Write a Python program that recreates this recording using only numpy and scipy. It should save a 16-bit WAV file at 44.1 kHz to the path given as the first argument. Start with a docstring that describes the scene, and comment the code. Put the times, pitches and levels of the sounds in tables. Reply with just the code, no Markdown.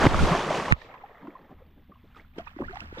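"""A dog with a camera on its back plunges into a rock pool: bubbles, fizz and noise crash as spray,
ringing slaps and drops land on top, and low noise buffets the microphone ports.
At 0.72 s a slug of water hits the ports with a squelch, chirp and click, and the crash gives way to dull patter.
The dog then paddles on: swells of slosh, a trickle, and single gliding sines for gurgling bubbles.
Late on, the treble grows wide and in opposite phase at the two ports; a faint drone and hiss lie below."""
import sys
import numpy as np
from scipy.fft import rfft, irfft, next_fast_len
from scipy.io import wavfile
from scipy.ndimage import map_coordinates

SR = 44100
rng = np.random.default_rng(int(sys.argv[2]) if len(sys.argv) > 2 else 0)


def transcribe(u):
    """Save the signal u as a 16-bit wav file named by the first command-line argument.

    u: samples, shape (n,) or (channels, n), limited to [-1, 1]; the rate is SR.
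    q: integer samples, one column per channel.
    """
    v = np.clip(np.atleast_2d(u).T, -1, 1)
    q = np.round(v * 32767).astype(np.int16)
    wavfile.write(sys.argv[1], SR, q)


N = 132300
T = np.arange(N) / SR  # s
FLOOD_S, CLOSE_S = 0.7225, 0.0035  # water covers the ports; time scale of their closing
# stereo width of the treble: [t/s, level of the side signal's gain/dB]
WIDTH = [(.1, -12), (.15, -9), (.45, -12), (.69, -18), (.75, -3), (1.0, 0), (1.35, -14), (1.7, -34),
         (2.11, -48.5), (2.16, -12), (2.4, 5), (3, 9)]


def amp(db):
    """Decibels to amplitude."""
    return 10 ** (np.asarray(db) / 20)


def unit(x):
    """x at rms 1."""
    return x / np.sqrt(np.mean(x ** 2) + 1e-20)


def curve(rows, axis=1):
    """One column of a table, drawn as straight lines over time."""
    rows = np.array(rows)
    return np.interp(T, rows[:, 0], rows[:, axis])


def wobble(rate):
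    """A smooth random curve with rate random points per second."""
    return map_coordinates(rng.standard_normal(4000), [T * rate + 2], mode="wrap")


def filtered(x, response):
    """x times a response of frequency, padded so that the end does not wrap round."""
    m = next_fast_len(N + SR // 2)
    hz = np.fft.rfftfreq(m, 1 / SR)
    return irfft(rfft(x, m) * response(hz), m)[..., :N]


def coloured(x, points):
    """x through an equaliser curve of (Hz, dB) points, at rms 1."""
    f, db = np.transpose(points)
    return unit(filtered(x, lambda hz: amp(np.interp(np.log(hz + 1), np.log(f), db))))


def noise(points):
    """White noise through an equaliser curve, at rms 1."""
    return coloured(rng.standard_normal(N), points)


def ports(mid, side):
    """Left and right ports: the bass reaches both alike, only the treble parts them."""
    wide_hz = 1160  # the ports differ above this
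    right_lean = 0.067  # share of the treble that shifts to the right port
    side = filtered(side + right_lean * mid, lambda hz: 1 - 1 / (1 + (hz / wide_hz) ** 20))
    return np.array([mid - side, mid + side])


def swell(start, length):
    """Rises to 1 in length seconds and dies away."""
    u = np.maximum(T - start, 0) / max(length, 1e-4)
    return (u * np.exp(1 - u)) ** 2


def bubble(start, hz, length, rise, rough=0):
    """A ringing air pocket, its pitch gliding by rise octaves/s; roughness flutters its level and phase."""
    octaves = rise * np.clip(T - start, 0, 4 * length)
    phase = 2 * np.pi * np.cumsum(hz * 2 ** octaves * (T > start)) / SR
    level = swell(start, length)
    if rough:
        # a new random value every four cycles
        size, slip = (np.interp(T * hz / 4, np.arange(4000), rng.standard_normal(4000)) for _ in range(2))
        level = level * (1 + rough * size)
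        phase = phase + rough * slip
    return level * np.sin(phase)


def froth(count, low_hz, high_hz, cycles, spread_db, rise):
    """A cloud of small rising bubbles of uneven size, each ringing down over some cycles."""
    when, pitch, size, life = rng.random((count, 4)).T[..., None]
    hz = low_hz * (high_hz / low_hz) ** pitch
    t = np.arange(1600) / SR
    u = t * hz / (cycles * (.5 + life))  # 1 where the ring is 60 dB down
    decay = np.exp(-np.log(1000) * u)
    attack = 1 - np.exp(-t * hz * 2)
    rings = decay * attack * np.sin(2 * np.pi * hz * t * (1 + rise * u))
    rings *= hz * amp(-spread_db * np.log(np.maximum(size, .02)))
    at = (when * N).astype(int) + np.arange(len(t))
    return unit(np.bincount(at.ravel(), rings.ravel(), N)[:N])


def water(colour, grains, noise_db):
    """Bubbles on a bed of rushing noise, at rms 1."""
    return unit(coloured(grains, colour) + amp(noise_db) * noise(colour))


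def covered():
    """0 while the ports are open, 1 once water covers them."""
    return .5 + .5 * np.tanh((T - FLOOD_S) / CLOSE_S)


def crash():
    """The plunge throws up water that falls back as large bubbles, fine fizz and spray."""
    # faders before trim: [t/s, body level/dB, spray level/dB]
    faders = [(0.0, -21, -49), (0.064, -19, -42), (0.074, -28.5, -44.5), (0.09, -29, -42.5),
              (0.116, -27, -49), (0.234, -26.5, -37), (0.32, -23.5, -45.5), (0.462, -29, -49.5),
              (0.56, -25, -47.5), (0.645, -31.5, -48), (0.71, -29.5, -53.5)]
    # equaliser of the body: [f/Hz, level/dB]
    body_colour = [(71, -39), (120, -15.5), (156, -3.5), (224, -11.5), (372, -9), (524, -9.5),
                   (1130, -10.5), (1470, -17), (6420, -32.5), (15000, -60.5)]
    # equaliser of the spray: [f/Hz, level/dB]
    spray_colour = [(1500, -36), (3500, 5), (6500, -2.5), (9000, -7), (13000, -20), (15000, -29)]

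    def body():
        large = froth(count=5000, low_hz=176.6, high_hz=3460, cycles=38, spread_db=1.5, rise=0.26)
        fizz = froth(count=3600, low_hz=1532, high_hz=11030, cycles=10.9, spread_db=1.5, rise=0.087)
        return water(body_colour, large + amp(0.5) * fizz, noise_db=-3)

    def spray():
        fine = froth(count=5000, low_hz=2940, high_hz=12900, cycles=2, spread_db=2.5, rise=.1)
        return water(spray_colour, fine, noise_db=1.5)

    body_gain = amp(curve(faders) - 0.96)
    spray_gain = amp(curve(faders, axis=2) - 5)
    mid = body_gain * body() + spray_gain * spray()
    side = amp(curve(WIDTH)) * body_gain * body() + amp(-1) * spray_gain * spray()
    return (1 - covered()) * ports(mid, side)


def slaps():
    """Closing cavities thump; the more abrupt the slap, the more it splatters."""
    # heavy slaps of water: [t/s, f/Hz, thump level/dB, swell/s]
    hits = [(0.037, 221, -14, 0.0089), (0.054, 470, -5, 0.0007), (.061, 294, -8.5, 0.0042),
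            (.067, 470, -10.5, 0.00066), (0.065, 127, -8.5, 0.0043), (0.309, 155.7, -16.5, 0.012),
            (2.382, 348, -25, 0.0021)]
    splatter_colour = [(80, -9.0), (300, -8.5), (900, 9.0), (2500, -12.5), (9000, -43.0)]  # [f/Hz, level/dB]
    thump = sum(amp(db) * bubble(s, hz, length, rise=3.6) for s, hz, db, length in hits)
    bursts = sum(amp(db) * swell(s, length) / (1 + length / 0.0026) for s, hz, db, length in hits)
    return thump + amp(-10.5) * bursts * noise(splatter_colour)


def buffet():
    """Waves shove each port separately; gentle pressure reaches both more alike."""
    # water pushing on the ports: [t/s, level/dB]
    shove = [(0, -33.5), (.06, -24), (.105, -31.5), (.155, -18.5), (.19, -27), (.228, -11), (.275, -30),
             (.42, -46.5), (.755, -46.5), (.79, -59), (1.5, -76), (1.56, -52), (1.66, -60), (2.58, -54.5),
             (2.645, -44), (2.69, -45), (3, -52.5)]
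    # equaliser of the push: [f/Hz, level/dB]
    colour = [(12, -8.5), (25, 2), (42, -6.5), (66, 1.5), (130, -11), (250, -16.5), (600, -45), (1500, -90)]
    level_db = curve(shove)
    apart = np.clip((level_db + 51) / 28, .1, .95)
    own = np.array([noise(colour) for _ in range(2)])
    shared = noise(colour)
    return amp(level_db) * (apart * own + np.sqrt(1 - apart ** 2) * shared)


def flood():
    """A slug of water seals the ports: an opposite-phase squelch and chirp, a click, a push on the right."""
    shut = FLOOD_S + 0.001656
    closing = np.exp(np.minimum(T - shut, 0) / 0.00074 - (np.maximum(T - shut, 0) / 0.00055) ** 2)
    chirp_hz = 1300 + 600 * (T > shut - .0003)
    chirp = amp(-0.5) * closing * np.sin(2 * np.pi * np.cumsum(chirp_hz) / SR)
    squelch_colour = [(900, -18.0), (1200, 4.5), (1600, -10.5), (3000, -15.0), (6000, -56.5)]  # [f/Hz, level/dB]
    squelch = amp(-18.5) * np.exp(-abs(T - shut) / 0.0082) * noise(squelch_colour)
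    click = amp(-10.5) * (swell(shut - .0003, .0001) - swell(shut, .0001))
    push = amp(-3) * bubble(shut + 0.000058, 120, 0.003, rise=-33)
    push += amp(-8.5) * bubble(shut - .012, 53, 0.01, rise=0)
    return np.array([click - chirp - squelch, click + chirp + squelch + push])


def wash():
    """The last falling water, a short drizzle and the slosh of the strokes, dull through wet ports."""
    # muffled falling water, fader before trim: [t/s, level/dB]
    fader = [(.74, -51), (.8, -48.5), (.94, -46), (.99, -49.5), (1.04, -49), (1.11, -51), (1.3, -50),
             (1.47, -57), (1.51, -51), (1.56, -65), (1.61, -55.5), (1.7, -80), (2.4, -77.5)]
    # equaliser of the falling water: [f/Hz, level/dB]
    patter_colour = [(200, -1.5), (500, -3), (900, -2), (1250, -5), (1480, -14.5), (1900, -8),
                     (2600, -18.5), (3200, -14.5), (4500, -27.5), (8000, -37.5), (11000, -52)]
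    # low sloshes of the paddling: [t/s, level/dB, swell/s]
    paddling = [(.76, -69.5, 0.11), (1.2, -47.5, 0.05), (1.385, -53.5, 0.034), (1.49, -47, 0.021),
                (1.64, -56, 0.032), (1.754, -55.5, 0.025), (1.883, -52.5, 0.019), (2.036, -54, 0.011),
                (2.15, -55, 0.03), (2.358, -46, 0.023), (2.59, -32.5, 0.021), (2.808, -44, .018),
                (2.96, -43, 0.054)]
    # equaliser of the slosh: [f/Hz, level/dB]
    slosh_colour = [(60, -37.5), (160, -5), (300, -4), (500, -14.5), (900, -20), (2000, -63)]
    # equaliser of the drizzle: [f/Hz, level/dB]
    drizzle_colour = [(1000, -19), (2000, -6), (3800, 0), (11000, -35)]

    gain = covered() * amp(curve(fader) - 3.0)
    drizzle_gain = amp(-61.0) * np.exp(-((T - FLOOD_S - .095) / 0.075) ** 2)

    def falling():
        drops = froth(count=4000, low_hz=392.4, high_hz=2530, cycles=25.5, spread_db=3.5, rise=0.22)
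        patter = water(patter_colour, drops, noise_db=-6.5)
        return gain * patter + drizzle_gain * noise(drizzle_colour)

    churn = froth(count=600, low_hz=147.7, high_hz=909, cycles=11.0, spread_db=3.0, rise=0.21)
    slosh = water(slosh_colour, churn, noise_db=1.5)
    strokes = sum(amp(db) * swell(s, length) for s, db, length in paddling)
    return ports(falling() + strokes * slosh, amp(curve(WIDTH)) * falling())


def gurgles():
    """Trickling water, falling drops and single bubbles close to the camera."""
    # trickle off the paddling dog: [t/s, level/dB]
    fader = [(1.9, -71), (2.14, -63.5), (2.175, -51), (2.23, -64), (2.33, -73.5), (2.39, -49.5),
             (2.44, -62.5), (2.475, -55.5), (2.545, -64), (2.62, -58), (2.665, -57), (2.76, -53.5),
             (2.83, -52.5), (2.91, -60.5), (3, -44.5)]
    # equaliser of the trickle: [f/Hz, level/dB]
    colour = [(250, -9), (700, 2.5), (1200, 4.5), (2000, 1.5), (3200, -7), (5000, -17), (8500, -23.5),
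              (15000, -46.5)]
    # single bubbles: [t/s, f/Hz at the start, level/dB, swell/s, rise/(octaves per s)]
    pockets = [(1.034, 784, -39, 0.0087, 1.6), (1.278, 290.7, -32.5, 0.0059, 23.8),
               (1.35, 1030, -39.5, 0.0064, 0.72), (1.616, 502.6, -47, 0.0058, 3.7),
               (1.915, 1120, -51.5, 0.01, 4.6), (1.952, 1000, -57.5, 0.011, 5),
               (2.158, 1235, -43.5, 0.007, 0.91), (2.363, 291, -41, 0.0071, 3.8),
               (2.390, 626, -36.5, 0.0084, 7.4), (2.469, 928, -40.5, 0.0034, 6.4),
               (2.475, 2390, -45.5, 0.0034, 19), (2.564, 297.4, -34.5, 0.0045, 3.1),
               (2.6029, 330, -17, 0.0043, 1.1), (2.6205, 990, -29.5, 0.0013, 12),
               (2.635, 1130, -42, 0.0035, 8), (2.632, 1430, -49, 0.011, 16),
               (2.679, 1274, -42.5, 0.0079, 22), (2.692, 357, -39.5, 0.012, 7),
               (2.725, 660, -41.5, 0.016, 7.5), (2.768, 804, -34.5, 0.0025, 4.4),
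               (2.926, 334, -31.5, 0.0016, 4.5), (2.970, 483, -35, 0.0063, 4.8)]

    def trickle():
        drops = froth(count=3000, low_hz=395.5, high_hz=5510, cycles=31.5, spread_db=4.5, rise=0.17)
        return water(colour, drops, noise_db=-3)

    gain = amp(curve(fader))
    near = impacts()
    for s, hz, db, length, rise in pockets:
        near = near + amp(db) * bubble(s, hz, length, rise, rough=min(length / 0.015, .6))
    centre, apart = trickle(), trickle()
    side = near + gain * (0.47 * centre + 0.71 * apart)
    return ports(near + gain * centre, amp(curve(WIDTH)) * side)


def impacts():
    """Each drop hits abruptly, then splatters and rings around its own pitch."""
    # drops and lumps of water landing, level before trim: [t/s, f/Hz, level/dB, swell/s]
    landings = [(0.0227, 1574, -20, 0.0024), (.030, 1400, -13.5, 0.0014), (0.068, 1980, -14.5, 0.00095),
                (0.1438, 1170, -15.5, .0016), (.189, 1364, -23.5, 0.0067), (.3485, 680, -16, 0.0029),
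                (.505, 615, -18, 0.0034), (.598, 1040, -18, 0.002), (.655, 1850, -29.5, 0.0031),
                (0.679, 950, -26, 0.003), (.816, 1770, -40, .0025), (.940, 1013, -36, 0.0029),
                (1.271, 1030, -39, 0.0028), (2.384, 1326, -43.5, 0.0042), (2.383, 3130, -47, 0.00303),
                (2.471, 1164, -41, 0.0039), (2.587, 750, -36, 0.0024), (2.611, 1135, -44, .003),
                (2.636, 1700, -57, 0.0029), (2.709, 1250, -42, 0.0017), (2.562, 1100, -46.5, 0.0018),
                (2.757, 1160, -35, 0.0014), (2.756, 3800, -51, 0.00064), (2.771, 1880, -37.5, 0.0011),
                (2.8045, 2620, -38, 0.0014), (2.819, 1470, -42.5, 0.0018)]
    out = np.zeros(N)
    for s, hz, db, length in landings:
        t = np.maximum(T - s, 0)
        splatter = noise([(hz / 4, -14), (hz, 0), (hz * 2, -7), (hz * 10, -56)])
        burst = (1 - np.exp(-t / 0.00043)) * np.exp(-t / (2 * length))
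        ring = bubble(s, hz, length, rise=5)
        out += amp(db) * (amp(-6) * burst * splatter + amp(-1.5) * ring)
    return out


def background():
    """Low air rumble and thin hiss as shaped noise, and a drone of sines wavering in level and phase."""
    # partials of the drone before its fader and wavering: [f/Hz, level/dB]
    drone = [(78, -59.5), (158, -67), (243, -67.5)]
    # equaliser of rumble and hiss: [f/Hz, level/dB]
    floor_colour = [(20, 8.5), (90, -7.5), (220, -3), (500, -34.5), (3500, -22), (6000, -57.5),
                    (10000, -63), (12500, -31)]
    hum = 0
    for hz, db in drone:
        level = amp(db + 2.6 * wobble(9))
        hum = hum + level * np.sin(2 * np.pi * hz * T + 0.55 * wobble(5.7))
    fader = amp(curve([(1.25, -12.5), (1.55, 0.5)]))  # [t/s, level/dB]
    return hum * fader + amp(-62) * noise(floor_colour)


def scene():
    """All layers together, left and right."""
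    return crash() + wash() + gurgles() + buffet() + slaps() + flood() + background()


def record(dry):
    """The camera clips at full scale and keeps nothing above its band limit."""
    top_hz = 15500
    return filtered(np.clip(dry, -1, 1), lambda hz: hz < top_hz)


dry = scene()
out = record(dry)
transcribe(out)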